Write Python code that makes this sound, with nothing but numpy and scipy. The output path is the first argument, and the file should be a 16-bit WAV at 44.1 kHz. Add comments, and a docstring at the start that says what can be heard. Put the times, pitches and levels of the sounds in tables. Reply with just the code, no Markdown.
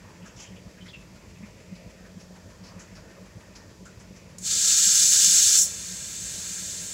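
"""Idling diesel locomotive with a brake-valve air dump

A big two-stroke diesel idles in a station yard, some way below a footbridge: noise puffs, exhaust
resonances and crank orders throb, air spits twice a turn, and something rattles once a turn.
A bird chirps in hoarse sine glides. Then a brake valve cracks open, dumps air in a loud hiss of
coloured noise and falls back to a bleed; fans and the far town are a wavering wash of noise."""
import sys
import numpy as np
from scipy import signal
from scipy.fft import rfft, irfft
from scipy.io import wavfile
from scipy.ndimage import uniform_filter1d

SR = 44100
rng = np.random.default_rng(int(sys.argv[2]) if len(sys.argv) > 2 else 0)


def store_wav(level_fs):
    """Save 16-bit WAV to argv[1]."""
    pcm = np.round(np.clip(np.atleast_2d(level_fs), -1, 1) * 32767)
    wavfile.write(sys.argv[1], SR, pcm.T.astype(np.int16))


N = 305613
T = np.arange(N) / SR
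FREQS = np.fft.rfftfreq(N, 1 / SR) + 1e-3  # the offset keeps the logarithm finite at 0 Hz

CRANK_HZ = 3.3315
BEATS_S = (.072, .228)  # the two hard exhaust beats of the first turn
CRACK_S = 4.3835  # the brake valve leaves its seat
VALVE_TRAVEL_S = .066


def undb(db):
    """Decibels to gain."""
    return 10 ** (np.asarray(db) / 20)


def unit(x):
    """Scale to an rms of 1."""
    return x / np.sqrt(np.mean(x ** 2))


def noise():
    """White noise."""
    return rng.standard_normal(N)


def curves(table):
    """Each column of a table, joined by straight lines in time."""
    s, *columns = np.transpose(table)
    return [np.interp(T, s, c) for c in columns]


def walk(rate):
    """Smooth random wander with a spread near 1, from `rate` fresh values per second."""
    k = int(SR / rate)
    steps = np.repeat(rng.standard_normal(N // k + 1), k)
    smooth = uniform_filter1d(uniform_filter1d(steps, k), k)
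    return 1.3 * smooth[:N]


def colour(x, points, ripple=()):
    """Shape a sound by a smooth spectrum with local peaks and dips, to an rms of 1."""
    hz, db = np.transpose(points)
    shape_db = np.interp(np.log(FREQS), np.log(hz), db)
    for centre, width, lift in ripple:
        shape_db = shape_db + lift / (1 + (2 * (FREQS - centre) / width) ** 2)
    return unit(irfft(rfft(x) * undb(shape_db), N))


def split(x, edges_hz):
    """Cut a sound into adjoining bands."""
    band = np.searchsorted(edges_hz, FREQS)
    spectrum = rfft(x)
    return [irfft(spectrum * (band == k), N) for k in range(len(edges_hz) + 1)]


def echoes(x, t60, wet_db):
    """Add the scatter from coaches, roofs and trees as a decaying noise tail."""
    t = T[:SR]
    tail = rng.standard_normal(SR) * undb(-60 * t / t60) * (t > .012)
    tail /= np.linalg.norm(tail)
    return x + undb(wet_db) * signal.fftconvolve(x, tail)[:N]


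def every_turn(at_s):
    """The times at which the crankshaft comes round to the same angle."""
    return np.arange(at_s, T[-1], 1 / CRANK_HZ)


def once_a_turn(at_s, width_s, scatter_db):
    """A swell at the same crank angle in every turn, its size drawn afresh each time."""
    turns = (T - at_s) * CRANK_HZ + .5
    size = undb(scatter_db * rng.standard_normal(int(N / SR * CRANK_HZ) + 4))
    from_peak_s = (turns % 1 - .5) / CRANK_HZ
    return size[np.floor(turns).astype(int) + 1] * np.exp(-(from_peak_s / width_s) ** 2)


def bursts(source, table, width, skirt_db, decay_s):
    """Short bursts of a noise, each strongest in a band of its own; width is a share of the centre."""
    out = np.zeros(N)
    t = T[:SR // 4]
    hz = np.fft.rfftfreq(len(t), 1 / SR)
    for s, db, held, centre_hz in table:
        span = slice(int(s * SR), int(s * SR) + len(t))
        band = undb(skirt_db) + np.exp(-((hz / centre_hz - 1) / width) ** 2)
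        burst = unit(irfft(rfft(source[span]) * band, len(t)))
        attack = 1 - np.exp(-t / 0.0011)
        release = np.exp(-np.maximum(t - held, 0) / decay_s)
        out[span] += undb(db) * burst * attack * release
    return out


def exhaust(count=16, ragged=0.79, puff_s=0.0074):
    """Sixteen cylinders fire once a turn, each with its own puff; two stretches of the turn beat harder."""
    # exhaust stack and engine body: f/Hz, spectral level/dB
    stack = [(30, -37), (41, -10), (50, 8), (72, -21), (88, 6), (106, -11.5), (145, -15.5), (180, 9.5),
             (200, -1), (270, -8), (312, -4.5), (370, -11), (620, -12), (2000, -87)]
    t = T[:SR // 16]
    puffs = rng.standard_normal((count, len(t)))
    gas = np.zeros(N + len(t))
    starts = np.arange(0, N, SR / CRANK_HZ / count).astype(int)
    for k, start in enumerate(starts):
        # the cylinder's own waveform, made ragged by fresh noise at each firing
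        puff = puffs[k % count] + ragged * rng.standard_normal(len(t))
        size = undb(1.5 * rng.standard_normal())
        gas[start:start + len(t)] += size * puff * np.exp(-t / puff_s)
    first_beat = .5 * once_a_turn(BEATS_S[0], .025, 1.5)
    second_beat = .35 * once_a_turn(BEATS_S[1], .025, 1.5)
    lope = 1 + first_beat + second_beat
    easing = undb(-.3 * T)  # the exhaust slowly grows quieter
    return undb(-51.5) * easing * colour(gas[:N] * lope, stack)


def thumps():
    """Each beat swells and dies in the three resonances of the exhaust; now and then one is far heavier."""
    # exhaust resonances rung by a firing: nominal f/Hz, swell/s, decay/s
    modes = [(55.6, 0.0084, 0.012), (104.3, 0.014, 0.0048), (185.8, 0.0078, 0.0084)]
    # the heaviest firings: t/s, top resonance level/dB, depth of the lower ones against the top/dB
    heavy = [(.236, -38.5, -20), (.371, -40, 1), (.508, -49, 5), (.669, -40.5, 1), (1.275, -43, -1),
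             (1.438, -35, -14), (1.729, -32, -24), (1.869, -35.5, -2), (2.174, -36.5, -20),
             (2.771, -34.5, -16), (3.373, -43, 5), (3.976, -43.5, 4), (4.461, -41, -16), (4.88, -39.5, -13),
             (5.282, -37.5, -22), (6.385, -37.5, -16), (6.798, -41, -14)]
    beat_db, beat_depth_db, scatter_db = -49.5, -4, 2.5  # an ordinary beat
    boom_db = -6  # lowest resonance against the middle one
    beats = np.concatenate([every_turn(s) for s in BEATS_S])
    scatter = rng.standard_normal((len(beats), 2))
    ordinary = [(s, beat_db + scatter_db * size, beat_depth_db + scatter_db * deep)
                for s, (size, deep) in zip(beats, scatter)]
    out = np.zeros(N)
    for s, top_db, depth_db in [*heavy, *ordinary]:
        near = np.abs(T - s) < .1
        t = T[near] - s
        levels_db = top_db + np.array([depth_db + boom_db, depth_db, 0])
        draws = rng.standard_normal((len(modes), 2))
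        for (hz, swell, decay), db, (detune, phase) in zip(modes, levels_db, draws):
            # hypot rounds the peak between swell and decay
            ring = np.exp(-np.hypot(t, .004) / np.where(t < 0, swell, decay))
            tone = np.cos(2 * np.pi * hz * (1 + 0.035 * detune) * t + phase)
            out[near] += undb(db) * ring / ring.max() * tone
    return out


def hum():
    """Orders of the crankshaft hum on, swelling twice a turn."""
    # engine tones: multiple of the crank rate, peak level between swells/dB, throb depth
    orders = [(15, -59, .2), (26, -63, .5), (31, -62, .8), (54, -58.5, 1.1)]
    beat = sum(once_a_turn(s, .035, 2) for s in BEATS_S)
    angle = 2 * np.pi * CRANK_HZ * (T + .0004 * walk(5))  # the timing wanders slightly
    out = np.zeros(N)
    for k, db, depth in orders:
        tone = np.sin(k * angle + 2 * np.pi * rng.random())
        out += undb(db) * (1 + depth * beat) * tone
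    return out


def spits():
    """Air escapes twice a turn as coloured noise; now and then a spit is longer and louder."""
    # colour of a spit of air: f/Hz, spectral level/dB
    air_colour = [(900, 8), (1400, 6), (2500, 9), (3600, 1), (4900, 3.5), (7400, 3.5), (8800, -11.5),
                  (11000, -3), (12500, -24), (15500, -22)]
    # the strongest spits: t/s, level/dB, held/s, centre f/Hz
    strong = [(.258, -53, .022, 6660), (.362, -51.5, .03, 5960), (.398, -48, .04, 6400),
              (.86, -56, .034, 4400), (1.752, -57, .012, 4600), (2.198, -56.5, .03, 5560),
              (2.635, -53.5, .058, 5100), (2.793, -49.5, .025, 6750), (2.952, -53, .018, 5160),
              (3.552, -46.5, .0081, 5360), (3.853, -52.5, .013, 7460), (3.996, -54, .015, 7000),
              (4.162, -55, .013, 5540)]
    lag_s = .036  # after each of the two exhaust beats of a turn
    swells = sum(once_a_turn(s + lag_s, .016, scatter_db=1.5) for s in BEATS_S)
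    regular = undb(-57.5) * colour(noise(), air_colour) * swells
    clear = bursts(colour(noise(), air_colour), strong, width=0.24, skirt_db=-11.5, decay_s=.02)
    return echoes(regular + clear, 0.37, -9)


def rattles(count=60):
    """Noise bursts: a light rattle in every turn, a few clear ones and many faint, softened by distance."""
    # the clearest rattles: t/s, level/dB, held/s, centre f/Hz
    clear = [(.215, -60, .085, 2720), (.255, -52, .01, 1460), (.37, -55.5, .11, 3000),
             (.56, -55, .014, 2870), (.858, -54, .019, 2070), (1.425, -53.5, .023, 2180),
             (2.68, -59, .044, 1090), (3.174, -52, .032, 516), (3.855, -56, .025, 1480)]
    last_s = T[-1] - .3
    faint = [(s * last_s, -64.5 + 6 * size, .015, 400 * 6 ** pitch)
             for s, size, pitch in rng.random((count, 3))]
    lag_s, level_db, held_s, centre_hz = .025, -64, .016, 1500  # follows the second beat of a turn
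    regular = [(s, level_db + 2 * rng.standard_normal(), held_s, centre_hz)
               for s in every_turn(BEATS_S[1] + lag_s) if s < last_s]
    dry_rattles = bursts(noise(), [*clear, *regular, *faint], width=.22, skirt_db=-42, decay_s=.014)
    return echoes(dry_rattles, .4, -8)


def opening(start_s, build_s):
    """Flow from 0 to 1: the valve lifts, then pressure builds in the vent pipe."""
    t = np.maximum(T - start_s, 0)
    return np.minimum(t / VALVE_TRAVEL_S, 1) * (1 - np.exp(-t / build_s))


def gush(db, start_s, build_s, cut_s, fall_db_per_s):
    """One part of the blast builds up, holds, and falls away when the valve cuts it off."""
    fall_db = fall_db_per_s * np.maximum(T - cut_s, 0)
    return opening(start_s, build_s) * undb(db - fall_db)


def air_release():
    """A turbulent jet is noise of a rippled colour; its roar stops first as the valve closes to a bleed."""
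    # colour of the open valve, then of the bleed: f/Hz, spectral level/dB
    jet = [(900, -48.5), (1120, -46), (1280, -25.5), (2100, -26), (3000, -20.5), (4300, -15.5),
           (5600, -10.5), (6400, 3.2), (7700, 5.5), (8500, -5.5), (9300, -14), (10700, -12.5),
           (11800, -21.5), (15600, -22.5)]
    bleed_colour = [(800, -21), (1120, -21), (1300, -19), (2100, -15), (3000, -17), (4300, -13.5),
                    (5600, -11.5), (6400, 4), (7700, 6.5), (8500, -1.5), (9300, -8), (10600, -8.5),
                    (11800, -15.5), (15600, -17.5)]
    # fixed ripple in the colour of the hiss, peaks and dips: f/Hz, width/Hz, lift or dip/dB
    hiss_ripple = [(1326, 85, 8.5), (1613, 254, 13), (1860, 80, 7), (2094, 84, 7), (2390, 216, 10),
                   (2647, 55, 10), (2866, 97, 10), (3060, 230, 9.5), (3223, 75, 6.5), (3510, 153, 12.5),
                   (3663, 160, 7.5), (3935, 340, 9), (4227, 52, 7), (4374, 290, 12), (4655, 77, 8.5),
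                   (4930, 280, 9.5), (5396, 320, 10.5), (5670, 335, 7.5), (6090, 70, 8.5), (6490, 35, 7),
                   (6330, 35, 4), (7140, 76, 3), (7650, 50, 2), (8768, 50, -6), (10100, 81, -11),
                   (9800, 40, -10), (10200, 310, 0)]
    # the bleed once the blast is over: t/s, level/dB
    bleed_level = [(5.7, -35), (6.03, -36.3), (6.42, -33.8), (6.65, -34), (6.93, -35.3)]
    low, body, hiss, sizzle = split(colour(noise(), jet, hiss_ripple), [2500, 5100, 8900])
    # the largest eddies make the lowest band the most ragged
    roar = unit(low * undb(1.4 * walk(28)) + body * undb(.7 * walk(50)))
    blast = roar * gush(db=-27.3, start_s=4.402, build_s=.17, cut_s=5.565, fall_db_per_s=220)
    blast += unit(hiss) * gush(db=-17.2, start_s=4.392, build_s=.27, cut_s=5.62, fall_db_per_s=300)
    blast += unit(sizzle) * gush(db=-29.5, start_s=4.385, build_s=.38, cut_s=5.628, fall_db_per_s=330)
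    blast *= undb(.6 * walk(150) + .4 * walk(35))  # flutter
    bleed_db, = curves(bleed_level)
    bands = split(colour(noise(), bleed_colour, hiss_ripple), [2800, 5140, 7000, 9050])
    bleed = sum(b * undb(.6 * walk(22)) for b in bands)
    bleed *= undb(bleed_db) * opening(CRACK_S, build_s=.12)
    return echoes(blast, 0.46, -17.5) + bleed


def valve_crack(seep_db=-50, seep_s=.12):
    """A thin tick of air as the valve leaves its seat, then a brief seep through the narrow gap."""
    # colour of the tick and seep: f/Hz, spectral level/dB
    tick_colour = [(1500, -27), (3500, -15), (7000, 3), (10500, -9), (15500, -24)]
    t = np.maximum(T - CRACK_S, 0)
    tick = undb(-37.5) * np.exp(-t / .007)
    seep = undb(seep_db) * np.exp(-t / seep_s)
    return colour(noise(), tick_colour) * np.hypot(tick, seep) * (T > CRACK_S)


def bird():
    """Short hoarse glides from the trees: sines with a wavering pitch and a rasping level."""
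    # bird notes: t/s, length/s, start f/Hz, end f/Hz (both before the waver), level/dB
    chirps = [(0.805, 0.042, 3040, 3120, -49.5), (0.882, 0.014, 3150, 3800, -46),
              (0.887, 0.037, 3640, 3180, -48), (0.93, 0.046, 2790, 2640, -42.5),
              (1.348, .045, 2480, 2830, -57)]
    out = np.zeros(N)
    for s, length, start_hz, end_hz, db in chirps:
        on = (T > s) & (T < s + length)
        u = (T[on] - s) / length
        glide_hz = start_hz + (end_hz - start_hz) * u
        hz = glide_hz * (1 + .033 * walk(1500)[on])
        rasp = 1 + .4 * walk(3000)[on]
        swell = np.sin(np.pi * u ** .7)
        out[on] += undb(db) * rasp * swell * np.sin(2 * np.pi * np.cumsum(hz) / SR)
    return echoes(out, .35, -8)


def yard():
    """Fans and the far town: a soft noise wash whose bands, all but the top one, waver on their own."""
    # fans, machinery and the town around: f/Hz, spectral level/dB
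    wash_colour = [(30, -15), (60, -4.5), (180, -5), (270, -17), (630, -11), (720, -23), (1250, -22.5),
                   (1900, -23), (2550, -21.5), (2900, -27), (4100, -29.5), (4700, -25), (7400, -27),
                   (8700, -37.5), (11200, -39), (15600, -45)]
    # fixed ripple in the colour of the fans, peaks and a dip: f/Hz, width/Hz, lift or dip/dB
    fan_ripple = [(340, 17, 2.5), (593, 47, -2), (890, 50, 5), (985, 48, 6.5), (1830, 140, 5.5)]
    *lower, top = split(colour(noise(), wash_colour, fan_ripple), [260, 450, 750, 1200, 1900, 3000])
    wavering = sum(b * undb(1.5 * walk(14) + 1.4 * walk(2.71)) for b in lower)
    return undb(-51.0) * (wavering + top)


def scene():
    """Everything is far enough away to arrive alike in both channels."""
    engine = exhaust() + thumps() + hum() + spits() + rattles()
    brake = air_release() + valve_crack()
    mix = engine + brake + bird() + yard()
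    return np.array([mix, mix])


def record(dry):
    """The phone drops the deepest bass below 36 Hz and cuts the top above 15.75 kHz."""
    bass_cut = signal.butter(4, 36, "high", fs=SR, output="sos")
    top_cut = signal.ellip(12, .1, 80, 15750, fs=SR, output="sos")
    thin = signal.sosfilt(bass_cut, dry)
    return signal.sosfilt(top_cut, thin)


dry = scene()
out = record(dry)
store_wav(out)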